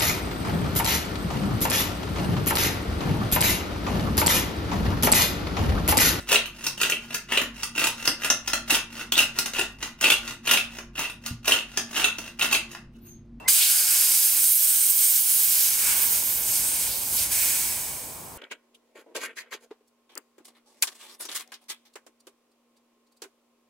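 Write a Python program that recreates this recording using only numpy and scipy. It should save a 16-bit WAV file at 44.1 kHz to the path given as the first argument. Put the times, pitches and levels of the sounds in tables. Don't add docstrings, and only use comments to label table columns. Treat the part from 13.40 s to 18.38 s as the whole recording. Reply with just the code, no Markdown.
import sys
import numpy as np
from scipy import signal
from scipy.fft import rfft, irfft
from scipy.io import wavfile

SR = 44100
rng = np.random.default_rng(int(sys.argv[2]) if len(sys.argv) > 2 else 0)


def dump(signal):
    limited = np.clip(np.atleast_2d(signal).T, -1, 1)
    pcm = np.round(limited * 32767).astype(np.int16)
    wavfile.write(sys.argv[1], SR, pcm)


N = 219461
TIME, FREQS = np.arange(N) / SR, np.maximum(np.fft.rfftfreq(N, 1 / SR), 1)
SIDES = np.array([[1], [-1]])


def from_db(db):
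    return 10 ** (np.asarray(db) / 20)


def rms_one(x):
    return x / np.sqrt(np.mean(x ** 2) + 1e-20)


def in_time(rows):
    times, *columns = np.transpose(rows)
    return [np.interp(TIME, times, column) for column in columns]


def over_hz(points):
    hz, value = np.transpose(points)
    return np.interp(np.log(FREQS), np.log(hz), value)


def drift(rate_hz):
    return rms_one(irfft(rfft(rng.standard_normal(N)) / (1 + (FREQS / rate_hz) ** 2), N))


def stereo_noise(likeness):
    alike = np.clip(over_hz(likeness), 0, .999)
    shared, opposite = rfft(rng.standard_normal((2, N)))
    return np.sqrt(1 + alike) * shared + np.sqrt(1 - alike) * opposite * SIDES


# pitch_hz, level_db
RUMBLE_TONE = [(20, -20), (38, -7.5), (52, 1.5), (68, -2), (118, -1), (150, -4), (240, -4), (380, -7),
               (620, -5), (980, -1.5), (1300, -11.5), (3000, -22.5), (15000, -38)]
# pitch_hz, share (0 to 1)
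RUMBLE_ALIKE = [(50, 0.89), (125, 0.86), (250, 0.65), (500, 0.76), (1000, 0.19), (4000, 0)]
# time_s, boost_db
BREEZE = [(0, -2), (1.7, 0), (2.4, 0), (3.0, 1), (3.72, 2), (3.82, 4), (3.94, 2.5), (4.6, 0)]
def rumble(level_db):
    wind_db, = in_time(BREEZE)
    spectrum = stereo_noise(RUMBLE_ALIKE) * from_db(over_hz(RUMBLE_TONE))
    noise = irfft(spectrum, N)
    bass = irfft(spectrum / (1 + (FREQS / 300) ** 4), N)
    return from_db(level_db) * (noise + bass * (from_db(wind_db) - 1)) / np.std(noise)


# start_s, end_s, start_hz, end_hz, level_db
SEAL_WHISTLES = [(-.005, 0.046, 2680, 2680, -45.5), (.044, 0.058, 1940, 2010, -46),
                 (0.058, 0.1, 2035, 2100, -35), (0.066, 0.097, 1015, 1000, -41),
                 (0.091, 0.1, 4900, 4500, -19)]
def squeaks(fade_s, waver):
    out = np.zeros(N)
    for start, end, start_hz, end_hz, level_db in SEAL_WHISTLES:
        pitch_hz = np.interp(TIME, [start, end], [start_hz, end_hz]) * (1 + waver * drift(150))
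        swell = np.clip(np.minimum(TIME - start, end - TIME) / fade_s, 0, 1)
        out += from_db(level_db) * swell * np.sin(2 * np.pi * np.cumsum(pitch_hz) / SR)
    return out


# pitch_hz, level_db
JET_TONE = [(150, -57), (500, -27.5), (950, -19.5), (1270, -21), (1600, -15), (1950, -17), (2300, -13),
            (3400, -9.5), (4700, -7), (7200, -3), (8200, 1), (10800, 0), (13000, 0), (14500, -0.3),
            (15700, -1.5)]
# pitch_hz, width_hz, level_db
OUTLET_RINGS = [(1450, 130, -4.5), (2280, 440, -4), (2980, 180, -6), (4940, 130, -16), (4990, 180, -8.5),
                (6520, 440, -9.5), (7500, 140, -30), (8240, 170, -16), (8700, 50, -16), (9850, 280, -12)]
# pitch_hz, share (0 to 1)
AIR_ALIKE = [(800, .42), (1600, .6), (2000, .38), (2350, .62), (2650, .42), (3050, .63), (4300, .47),
             (5000, .73), (5600, .54), (7200, .58), (7700, .76), (8600, .93), (9500, .93), (9900, .82),
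             (10700, .98), (16000, .97)]
def hiss_spectrum(tone=JET_TONE, rings=OUTLET_RINGS):
    peaks = sum(from_db(db) / (1 + (2 * (FREQS - hz) / width) ** 2) for hz, width, db in rings)
    noise = stereo_noise(AIR_ALIKE) * from_db(over_hz(tone)) * (1 + peaks)
    return noise / np.std(irfft(noise.mean(axis=0), N))


def spits(per_s, size, decay_s):
    kicks = (rng.random(N) < per_s / SR) * np.minimum(rng.exponential(1, N), 3)
    return 1 + size * signal.lfilter([1], [1, -np.exp(-1 / (decay_s * SR))], kicks + 1e-18)


# start_s, peak_s, end_s, start_hz, end_hz, width_hz, peak_db
GAP_GUSHES = [(0.073, 0.265, 1.0, 4770, 5050, 900, -25), (0.14, 0.242, 0.31, 3320, 3200, 2080, -16.5),
              (0.075, 0.15, 0.76, 8350, 8300, 600, -23), (0.258, 0.337, 0.5, 1450, 1470, 408, -35.5),
              (0.397, 0.768, 1.07, 11900, 11900, 2230, -18), (0.97, 1.044, 1.21, 8900, 9000, 1700, -15.5),
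              (1.02, 1.1, 1.28, 11100, 11400, 2165, -15), (1.03, 1.149, 1.44, 13300, 13500, 2280, -15.5),
              (1.213, 1.34, 1.6, 8800, 8800, 1500, -14), (1.423, 1.574, 1.76, 14200, 14200, 2400, -15.5),
              (1.595, 1.648, 1.72, 8650, 8750, 1250, -13.5), (1.662, 1.702, 1.84, 13800, 14400, 2600, -13),
              (1.77, 1.87, 2.03, 10500, 9600, 1400, -18.5), (1.93, 1.983, 2.25, 13900, 13800, 2600, -18.5),
              (2.027, 2.174, 2.4, 12000, 11700, 1800, -21), (2.098, 2.258, 2.36, 4500, 4970, 3000, -25),
              (2.338, 2.494, 2.61, 1800, 1650, 1500, -36.5), (2.353, 2.53, 2.75, 953, 885, 400, -47.5),
              (2.37, 2.476, 2.72, 8400, 8700, 800, -32), (2.497, 2.656, 2.8, 14200, 14340, 2500, -25),
              (2.72, 2.93, 3.04, 13700, 13300, 2700, -28.5), (3.0, 3.141, 3.3, 12550, 11700, 2000, -28.5),
              (3.01, 3.143, 3.28, 6760, 6500, 4700, -28.5), (3.02, 3.313, 3.52, 9100, 8350, 1500, -30),
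              (3.447, 3.515, 3.65, 4200, 4150, 1660, -38.5), (3.753, 3.81, 3.85, 4250, 4200, 3170, -31),
              (3.698, 3.79, 3.87, 11700, 11700, 2570, -29), (3.9, 3.988, 4.2, 2300, 2370, 600, -39),
              (3.96, 4.035, 4.12, 14500, 14500, 2400, -28)]
def gushes(flicker_db):
    out = np.zeros((2, N))
    noise = irfft(hiss_spectrum(), N) * from_db(flicker_db * drift(22))
    for start, peak, end, start_hz, end_hz, width_hz, peak_db in GAP_GUSHES:
        span = (TIME > start) & (TIME < end)
        air = np.roll(noise, rng.integers(N), axis=1)[:, span]
        pitch_hz = np.interp(TIME[span], [start, end], [start_hz, end_hz])
        glide = np.exp(2j * np.pi * np.cumsum(pitch_hz) / SR)
        lowpass = signal.butter(2, width_hz / 2, fs=SR, output="sos")
        band = np.real(glide * signal.sosfilt(lowpass, air / glide))
        swell = np.sqrt(np.interp(TIME[span], [start, peak, end], [0, 1, 0]))
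        out[:, span] += from_db(peak_db) * swell * rms_one(band)
    return out * spits(per_s=26, size=.18, decay_s=0.00065)


# start_s, level_db, decay_s, lowest_hz, highest_hz
VALVE_PUFFS = [(0.077, -14, 0.018, 1370, 8900), (3.911, -29, 0.012, 2000, 12000.0)]
def puffs(rise_s):
    out, noise = 0, rms_one(irfft(stereo_noise(AIR_ALIKE), N))
    for start, level_db, decay_s, low_hz, high_hz in VALVE_PUFFS:
        age = np.maximum(TIME - start, 0)
        burst = noise * np.minimum(age / rise_s, 1) * np.exp(-age / decay_s)
        bandpass = signal.butter(4, [low_hz, high_hz], "band", fs=SR, output="sos")
        out = out + from_db(level_db) * signal.sosfilt(bandpass, burst + 1e-18)
    return out


# time_s, level_db
VALVE_FLOW = [(0.087, -14), (0.151, -9.5), (0.239, -9), (0.366, -8.5), (0.41, -11), (0.501, -12),
              (0.75, -11), (0.883, -9.5), (0.951, -13.5), (1.068, -12), (1.174, -11.5), (1.251, -11.5),
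              (1.452, -13.5), (1.76, -10.5), (1.83, -15), (1.943, -14), (2.1, -13.5), (2.235, -15),
              (2.358, -17.5), (2.507, -19.5), (2.594, -23.5), (2.735, -23), (2.9, -25.5), (3.018, -26.5),
              (3.147, -25.5), (3.284, -25), (3.43, -25), (3.547, -28.5), (3.706, -27.5), (3.74, -24),
              (3.81, -22), (3.85, -23.5), (3.895, -30), (3.93, -29)]
def jet_strength(opens_s, rise_s, shuts_s, flutter_db):
    flow_db, = in_time(VALVE_FLOW)
    opening = np.clip((TIME - opens_s) / rise_s, 0, 1)
    shut_db = 200 * np.maximum(TIME - shuts_s, 0)
    stream = opening * from_db(flow_db - shut_db + flutter_db * drift(9.6))
    return stream * spits(per_s=42, size=.26, decay_s=0.00082)


# time_s, roar_db, sizzle_db
GAP_TONE = [(0.095, -3, -2.5), (0.366, 1.5, -1), (0.611, 3.5, -2), (0.843, -2, -0.5), (0.993, 1.5, 2),
            (1.167, -2.5, 3.5), (1.308, 0.5, 3.5), (1.55, -2, 0), (1.75, -0.5, 1.5), (1.846, -2, 2.5),
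            (2.131, 0.5, 1), (2.349, 3, 0.5), (2.479, 6.5, -1), (2.852, 1.5, 0.5), (3.007, 3.5, 3),
            (3.28, 3, -1.5), (3.433, 4.5, -1.5), (3.571, 2, 3), (3.791, 0.5, -1), (3.88, 5, -2)]
def jet(flicker_db):
    roar_db, sizzle_db = in_time(GAP_TONE)
    rush_db, hiss_db = 0.14 * roar_db, 0
    noise = hiss_spectrum()
    below = [0] + [1 / (1 + (FREQS / edge_hz) ** 12) for edge_hz in (2800, 7400, 11000)] + [1]
    air = 0
    for k, level_db in enumerate([roar_db, rush_db, hiss_db, sizzle_db]):
        swirls = irfft(noise * (below[k + 1] - below[k]), N)
        air = air + swirls * from_db(level_db + flicker_db * drift(31))
    return air


# pitch_hz, level_db
BLAST_TONE = [(150, -50), (500, -18), (1250, -17), (1550, -7.5), (1950, -9.5), (3500, -8), (4200, -6),
              (5500, -6.5), (7000, -2), (8000, 0), (9000, -0.5), (10500, 1), (11300, -2), (12500, -0.5),
              (13400, -2.5), (15700, -1)]
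# pitch_hz, width_hz, level_db
VENT_RINGS = [(2310, 220, 5), (2980, 150, -4), (4500, 120, -17), (5100, 250, -0.5), (5780, 200, -3),
              (6530, 300, -3), (7850, 200, -2), (8300, 300, -1.5), (9250, 200, -6), (9600, 280, -2),
              (12400, 250, -7), (13300, 250, -6), (14500, 250, -9), (15150, 300, -3)]
def hose_blast(start_s, rise_s, peak_s, peak_db, fall_db_per_s):
    air = irfft(hiss_spectrum(BLAST_TONE, VENT_RINGS), N)
    rise = np.clip((TIME - start_s) / rise_s, 0, 1)
    swell_db = np.interp(TIME, [start_s, peak_s], [-0.5, 0])
    past_peak_s = np.maximum(TIME - peak_s, 0)
    fall_db = fall_db_per_s * (np.hypot(past_peak_s, 0.16) - 0.16)
    strength = rise * from_db(peak_db + swell_db - fall_db)
    return air * strength * spits(per_s=28, size=.17, decay_s=0.00046)


def beam(right_lead_db):
    gains = from_db(-right_lead_db / 2 * SIDES)
    amount = over_hz([(10300, 0), (12500, 0.6), (15500, 1.05)])
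    return 1 + amount * (gains / gains.mean(axis=0) - 1)


# delay_s, level_db
NEAR_ECHOES = [(.00815, -28), (.00958, -28), (0.0097, -29)]
def yard_echoes(scatter_db, decay_s, dull_hz):
    echoes = sum(from_db(db) * np.exp(-2j * np.pi * FREQS * delay_s) for delay_s, db in NEAR_ECHOES)
    cloud = irfft(stereo_noise(AIR_ALIKE), N) * np.sqrt(TIME) * np.exp(-np.minimum(TIME / decay_s, 20))
    scatter = from_db(scatter_db) * rfft(rms_one(cloud)) / np.sqrt(N)
    return 1 + echoes + scatter / np.hypot(1, FREQS / dull_hz)


# pitch_hz, left_minus_right_db
LEFT_LOUDER = [(100, 0.2), (1400, 1.1), (2400, -1.8), (4200, 1.7), (5000, -0.2), (6500, 1.1), (8500, -0.45)]
# pitch_hz, lead_radians
LEFT_SOONER = [(1200, 0), (2400, 0.6), (5800, 0.52), (6700, 0.059), (7900, 0.02), (11000, 0)]
def lean():
    balance = from_db(over_hz(LEFT_LOUDER) / 2 * SIDES)
    return balance * np.exp(.5j * over_hz(LEFT_SOONER) * SIDES)


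def scene():
    valve = jet_strength(opens_s=0.0793, rise_s=0.0048, shuts_s=3.92, flutter_db=0.72)
    valve = valve * jet(flicker_db=0.5)
    valve += hose_blast(start_s=3.896, rise_s=0.027, peak_s=4.048, peak_db=-21.5, fall_db_per_s=32)
    valve += puffs(rise_s=0.0056)
    valve += gushes(flicker_db=1.85)
    valve += squeaks(fade_s=0.0034, waver=0.0084)
    spectrum = rfft(valve) * beam(right_lead_db=9)
    spectrum *= yard_echoes(scatter_db=-10.5, decay_s=0.016, dull_hz=10900)
    spectrum += rfft(rumble(level_db=-44.5))
    return irfft(spectrum * lean(), N)


def smooth(x, lag_s):
    keep = np.exp(-1 / (lag_s * SR))
    return signal.lfilter([1 - keep], [1, -keep], x)


def volume_control(x, limit_db, cut_share, react_s, recover_db_per_s):
    level_db = 10 * np.log10(smooth(x.mean(axis=0) ** 2, react_s) + 1e-12)
    cut_db = cut_share * np.maximum(level_db - limit_db, 0)
    creep_db = recover_db_per_s * TIME
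    held_db = np.maximum.accumulate(cut_db + creep_db) - creep_db
    return x * from_db(-smooth(held_db, react_s))


def record(dry):
    held = volume_control(dry, limit_db=-19.5, cut_share=0.86, react_s=0.012, recover_db_per_s=28.5)
    cutoff_hz = 15740
    return irfft(rfft(held) / np.sqrt(1 + (FREQS / cutoff_hz) ** 900), N)


dry = scene()
out = record(dry)
dump(out)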